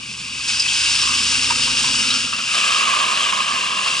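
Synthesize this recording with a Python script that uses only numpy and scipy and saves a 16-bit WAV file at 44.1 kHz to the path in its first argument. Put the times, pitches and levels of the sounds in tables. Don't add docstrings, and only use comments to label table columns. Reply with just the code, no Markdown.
import sys
import numpy as np
from scipy import signal
from scipy.fft import rfft, irfft
from scipy.io import wavfile
from scipy.ndimage import uniform_filter1d

SR = 44100
rng = np.random.default_rng(int(sys.argv[2]) if len(sys.argv) > 2 else 0)


def store_pcm(level_fs):
    pcm = np.round(np.clip(level_fs, -1, 1) * 32767).astype(np.int16)
    wavfile.write(sys.argv[1], SR, np.atleast_2d(pcm).T)


N = 176400
TIME = np.arange(N) / SR
BINS = np.maximum(np.arange(N // 2 + 1) * SR / N, 1)


def from_db(db):
    return 10 ** (np.asarray(db) / 20)


def rms_one(x):
    return x / np.sqrt(np.mean(x ** 2) + 1e-20)


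def in_time(rows):
    s, *columns = np.transpose(rows)
    return [np.interp(TIME, s, c) for c in columns]


def in_hz(rows):
    hz, *columns = np.transpose(rows)
    return [np.interp(np.log(BINS), np.log(hz), c) for c in columns]


def colour(x, eq):
    low_cut = np.hypot(1, (eq[0][0] / 2 / BINS) ** 2)
    return rms_one(irfft(rfft(x) * from_db(in_hz(eq)[0]) / low_cut, N))


def butter(x, order, hz, kind="low"):
    return signal.sosfilt(signal.butter(order, hz, kind, fs=SR, output="sos"), x)


def drift(rate_hz):
    hop, settle = 40, 2000
    r = np.exp(-2 * np.pi * hop * rate_hz / SR)
    slow = signal.lfilter([1], [1, -2 * r, r * r], rng.standard_normal(N // hop + settle + 2))[settle:]
    return np.interp(np.arange(N) / hop, np.arange(len(slow)), rms_one(slow))


def resonance(x, hz, width_hz):
    r = np.exp(-np.pi * width_hz / SR)
    poles = [1, -2 * r * np.cos(2 * np.pi * hz / SR), r * r]
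    return signal.lfilter(np.array([1, 0, -1]) * (1 - r * r) / 2, poles, x + 1e-18)


def clicks(per_s, spread_db):
    sizes = from_db(spread_db * np.minimum(rng.exponential(1, N), 4)) * rng.choice([-1, 1], N)
    return rms_one(sizes * (rng.random(N) < per_s / SR))


def patter(per_s, spread_db, surge_db, surge_hz):
    edges_hz, out = np.geomspace(200, 12000, num=19), 0
    for low, high in zip(edges_hz, edges_hz[1:]):
        band = butter(clicks(per_s, spread_db), 2, [low, high], "band")
        out = out + band * from_db(.5 * drift(rate_hz=8.9))
    return rms_one(out) * from_db(surge_db * drift(surge_hz))


def moving_ring(drive, pitch, width_hz):
    baseband = butter(drive * np.exp(2j * np.pi * rng.random(N)), 3, width_hz / 2)
    ring = np.real(baseband * np.exp(2j * np.pi * np.cumsum(in_time(pitch)[0]) / SR))
    return ring / np.sqrt(uniform_filter1d(ring ** 2, size=SR // 8) + 1e-12)


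def bursts(hits, width, splash_db, rattle_db):
    out = np.zeros(N + SR)
    age = TIME[:SR // 4]
    for s, db, hz, t60 in hits:
        rattle, splash = rng.standard_normal((2, len(age))) * from_db(-60 * age / t60)
        drive = (age == 0) + from_db(rattle_db) * rattle / np.linalg.norm(rattle)
        ring = rms_one(resonance(resonance(drive, hz, hz * width), hz, hz * width * 4))
        hit = ring + from_db(splash_db) * rms_one(butter(splash, 3, [.8 * hz, 1.6 * hz], "band"))
        out[int(s * SR):int(s * SR) + len(age)] += from_db(db) * hit / np.abs(hit).max()
    return out[:N]


def rumble():
    # (frequency [Hz], gain [dB])
    eq = [(45, -12), (100, -3), (160, -2.5), (225, -2), (320, -13), (900, -28.5)]
    return from_db(-46) * colour(rng.standard_normal(N), eq)


def exhaust_puffs(firings):
    cylinder_db = [2.5, -6, 1.5, 1, -17, 1.5, 3, -4.5]
    # (frequency [Hz], gain [dB])
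    pipe_eq = [(35, -11), (55, 1), (90, -11), (125, -2), (150, -4), (185, -17), (225, -3.5), (257, 10.5),
               (295, -17), (370, -11), (420, -17.5), (500, -3), (600, -30), (1000, -5)]
    jitter_s, scatter_db = .00015, 2.5
    fired = np.flatnonzero(np.diff(np.floor(firings)))
    timing, strength = rng.standard_normal((500, 2))[:len(fired)].T
    at = np.clip(fired + (jitter_s * SR * timing).astype(int), 0, N - 1)
    puffs = np.zeros(N)
    puffs[at] = from_db(np.resize(cylinder_db, len(fired)) + scatter_db * strength)
    puffs[at] -= .71 * puffs[at].mean()
    return colour(butter(puffs, 2, 900), pipe_eq)


def pipe_boost(hz, note_hz=253, width_hz=9, peak_db=7):
    return peak_db * sum(np.exp(-((hz / k - note_hz) / width_hz) ** 2) for k in (1, 2))


def engine():
    # (time [s], firing rate [Hz])
    revs = [(0, 78), (.65, 78), (.95, 81), (1.2, 85.5), (1.5, 92.5), (1.75, 92), (1.9, 93.5), (2.15, 92),
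            (2.35, 88), (2.8, 81)]
    # (time [s], level [dB])
    exhaust_level = [(0, -46), (.8, -45), (1.2, -37), (1.9, -34), (2.2, -35.5), (2.5, -51), (4, -48.5)]
    # (multiple of the cycle, level ahead of the fader [dB])
    orders = [(11, -18.5), (19, -14.5), (20, -11.5), (21, -16), (22, -18), (23, -21), (24, -22.5),
              (32, -20.5), (42, -22.5), (44, -27.5)]
    # (time [s], level [dB], level [dB], level [dB])
    low_levels = [(0, -64, -56, -51), (.5, -58, -53, -49.5), (.9, -51, -46.5, -50), (1.25, -48, -43.5, -49),
                  (1.6, -43, -48, -45), (1.85, -44.5, -57, -43.5), (2.15, -51, -60, -51),
                  (2.5, -63, -64, -68), (4, -68, -76, -73)]
    wobble, flutter_db = .0015, 2.8
    firing_hz = in_time(revs)[0]
    firings = np.cumsum(firing_hz * (1 + wobble * drift(rate_hz=5.4))) / SR
    cycle = 2 * np.pi * firings / 8
    exhaust = from_db(-6) * exhaust_puffs(firings)
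    for order, db in orders:
        gain = from_db(db + pipe_boost(order * firing_hz / 8) + flutter_db * drift(rate_hz=1.3))
        exhaust += np.sqrt(2) * gain * np.sin(order * cycle + 2 * np.pi * rng.random())
    low_tones = sum(from_db(db) * np.sin(k * cycle) for k, db in zip((5, 8, 13), in_time(low_levels)))
    return from_db(in_time(exhaust_level)[0]) * exhaust + np.sqrt(2) * low_tones


def gurgle():
    # (time [s], level [dB])
    level = [(0, -52.5), (.9, -46), (1.1, -31), (1.25, -40), (2.0, -40), (2.15, -30.5), (2.18, -41),
             (2.47, -40), (2.68, -28), (2.95, -24), (3.2, -29.5), (4, -31.5)]
    # (time [s], pitch [Hz])
    pitch = [(1.1, 1150), (2.0, 1310), (2.4, 1303), (2.65, 1208), (3.0, 1124)]
    churn = moving_ring(clicks(per_s=500, spread_db=1), pitch, width_hz=224)
    stutter_db = 1.5 * drift(rate_hz=36)
    return from_db(in_time(level)[0] + stutter_db) * churn


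def skid_ring():
    # (time [s], pitch [Hz])
    pitch = [(.5, 2640), (2.0, 2850), (2.65, 2709), (3.269, 2836), (3.55, 2760)]
    # (time [s], level [dB])
    ring_level = [(0, -53), (.6, -30.5), (2.42, -31.5), (3.2, -29), (3.275, -27), (3.33, -29.5), (3.7, -30),
                  (4, -26)]
    # (time [s], level [dB])
    scrape_level = [(2.35, -38), (2.58, -25), (3.0, -29), (3.3, -42)]
    ring = moving_ring(clicks(per_s=1300, spread_db=1), pitch, width_hz=200)
    scrape = moving_ring(clicks(per_s=1300, spread_db=1), pitch, width_hz=600)
    return from_db(in_time(ring_level)[0]) * ring + from_db(in_time(scrape_level)[0]) * scrape


def crunches():
    # (time [s], starting rms level [dB], t60 [s])
    bites = [(0.488, -35, 0.12), (0.662, -28, 0.087), (1.839, -23, 0.096), (2.383, -20.5, 0.11)]
    # (frequency [Hz], gain [dB])
    eq = [(350, -12), (650, -8), (1100, 3.5), (1900, -3), (2600, 9), (5000, 6), (10000, -27)]
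    envelope = sum(from_db(db - 60 * np.maximum(TIME - s, 0) / t60) * (TIME >= s) for s, db, t60 in bites)
    return envelope * colour(clicks(per_s=3600, spread_db=5.5), eq)


def plops():
    # (time [s], peak level [dB], pitch [Hz], t60 [s])
    hits = [(1.09, -19.5, 1105, 0.16), (1.502, -14, 970, 0.06), (1.521, -21, 1230, 0.072),
            (1.671, -20.5, 1085, 0.13), (1.84, -23, 1010, 0.42), (2.328, -16, 1250, 0.13),
            (2.394, -22.5, 1340, 0.055), (2.548, -29, 700, .2), (2.94, -21, 1150, 0.094),
            (3.322, -16, 1084, 0.055), (3.857, -17, 1173, .07)]
    return bursts(hits, width=.087, splash_db=-9.5, rattle_db=7)


def pings():
    # (time [s], peak level [dB], pitch [Hz], t60 [s])
    stones = [(.484, -17.5, 2550, 0.087), (.597, -5.5, 4940, 0.081), (.621, -12, 4950, 0.058),
              (.685, -14, 3190, 0.09), (.862, -12.5, 2790, 0.14), (.953, -12, 5230, .06),
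              (2.105, -10, 3830, 0.048), (2.14, -13, 5300, 0.11), (2.334, -15.5, 2650, 0.025),
              (3.607, -14, 2730, .05)]
    return bursts(stones, width=.029, splash_db=-10, rattle_db=-1.5)


def clinks():
    pitches_hz = np.geomspace(2000, 10000, num=60) * np.exp(.012 * rng.standard_normal(60))
    out = 0
    for hz in pitches_hz:
        knocks = np.zeros(N)
        knocks[rng.integers(0, N, size=24)] = from_db(rng.uniform(-12, 0, size=24))
        out = out + resonance(knocks, hz, width_hz=70)
    return rms_one(out)


def wash():
    # (time [s], level [dB])
    level = [(0, -63), (1.8, -34), (2.3, -34.5), (2.52, -32), (2.555, -22.5), (2.95, -20.5), (3.2, -21),
             (3.45, -23), (3.8, -25.5), (3.88, -22), (4, -28)]
    # (frequency [Hz], gain [dB])
    eq = [(170, -43), (220, -9.5), (290, -23.5), (390, -18), (700, -13), (850, -20), (1000, -9.5),
          (1200, -1.5), (1420, -15), (1640, -4), (1830, -13.5), (2230, -9.5), (2450, -4), (2980, -5),
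          (3200, -3), (3500, -8), (3900, -8.5), (4400, -11), (5100, -10), (5800, -14.5), (7600, -15),
          (10800, -26.5)]
    splatter = patter(per_s=2700, spread_db=2, surge_db=.6, surge_hz=17)
    cracks = from_db(-8) * clicks(per_s=480, spread_db=2)
    return from_db(in_time(level)[0]) * colour(splatter + cracks + from_db(-9) * clinks(), eq)


def spray():
    # (time [s], level [dB])
    level = [(0, -34), (.33, -29.5), (.475, -25), (.49, -21), (.57, -22), (.645, -22.5), (.67, -20),
             (.95, -18.5), (2.16, -19.5), (2.32, -26.5), (2.45, -26.5), (2.54, -20), (2.62, -23),
             (2.78, -24), (2.85, -29.5), (3.3, -32), (3.8, -32), (3.87, -27.5), (4, -23)]
    # (frequency [Hz], gain [dB])
    eq = [(210, -32), (360, -20), (404, -29), (494, -25.5), (639, -34), (920, -16), (1410, -15.5),
          (1580, -7.5), (1800, -16), (2260, -10), (2610, -1), (2800, -1.5), (3280, -4.5), (3900, -5),
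          (4190, -8.5), (4700, -2), (5150, -1), (6100, -8.5), (8580, -11), (10800, -23.5)]
    grit = patter(per_s=6000, spread_db=1, surge_db=.9, surge_hz=12.7)
    cracks = from_db(-2.5) * clicks(per_s=1500, spread_db=2)
    return from_db(in_time(level)[0]) * colour(grit + cracks + from_db(-9) * clinks(), eq)


def ports(x, scatter_t60_s=.2):
    # (frequency [Hz], left minus right [dB], left phase lead [rad])
    image = [(100, -0.9, 0.2), (400, -3.5, 0.13), (625, -15, .3), (770, -9.5, 2), (1150, -7.5, 1.23),
             (1640, -5, 0.91), (1960, 4, 1), (2340, -3.5, 1.13), (2790, 8, 1.25), (2830, 6, .7),
             (3100, 2, 0.48), (4000, -0.5, 0.45), (5700, -0.5, 0.4), (6600, -2, 0.93), (7540, 4, 1.03),
             (11300, -1, .15)]
    # (frequency [Hz], level re direct [dB])
    scatter_eq = [(100, -16.5), (650, -7), (1100, -14), (2600, -18), (5000, -13.5), (9000, -17.5)]
    balance_db, lead = in_hz(image)
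    direct = from_db(np.outer([.5, -.5], balance_db)) * np.exp(1j * np.outer([.5, -.5], lead))
    direct /= np.abs(direct.mean(axis=0))
    age = TIME[:SR // 8]
    tail = rng.standard_normal(len(age)) * from_db(-60 * age / scatter_t60_s)
    scatter = rfft(tail / np.linalg.norm(tail), N) * from_db(in_hz(scatter_eq)[0])
    return irfft(rfft(x) * (direct + np.outer([1, -1], scatter)), N)


def scene():
    impacts = plops() + pings()
    bed = rumble()
    tires = spray() + wash() + gurgle() + skid_ring() + crunches()
    return ports(tires + impacts + engine() + bed)


def record(dry, cutoff_hz=10850):
    return signal.sosfilt(signal.ellip(12, .1, 80, cutoff_hz, fs=SR, output="sos"), dry)


dry = scene()
out = record(dry)
store_pcm(out)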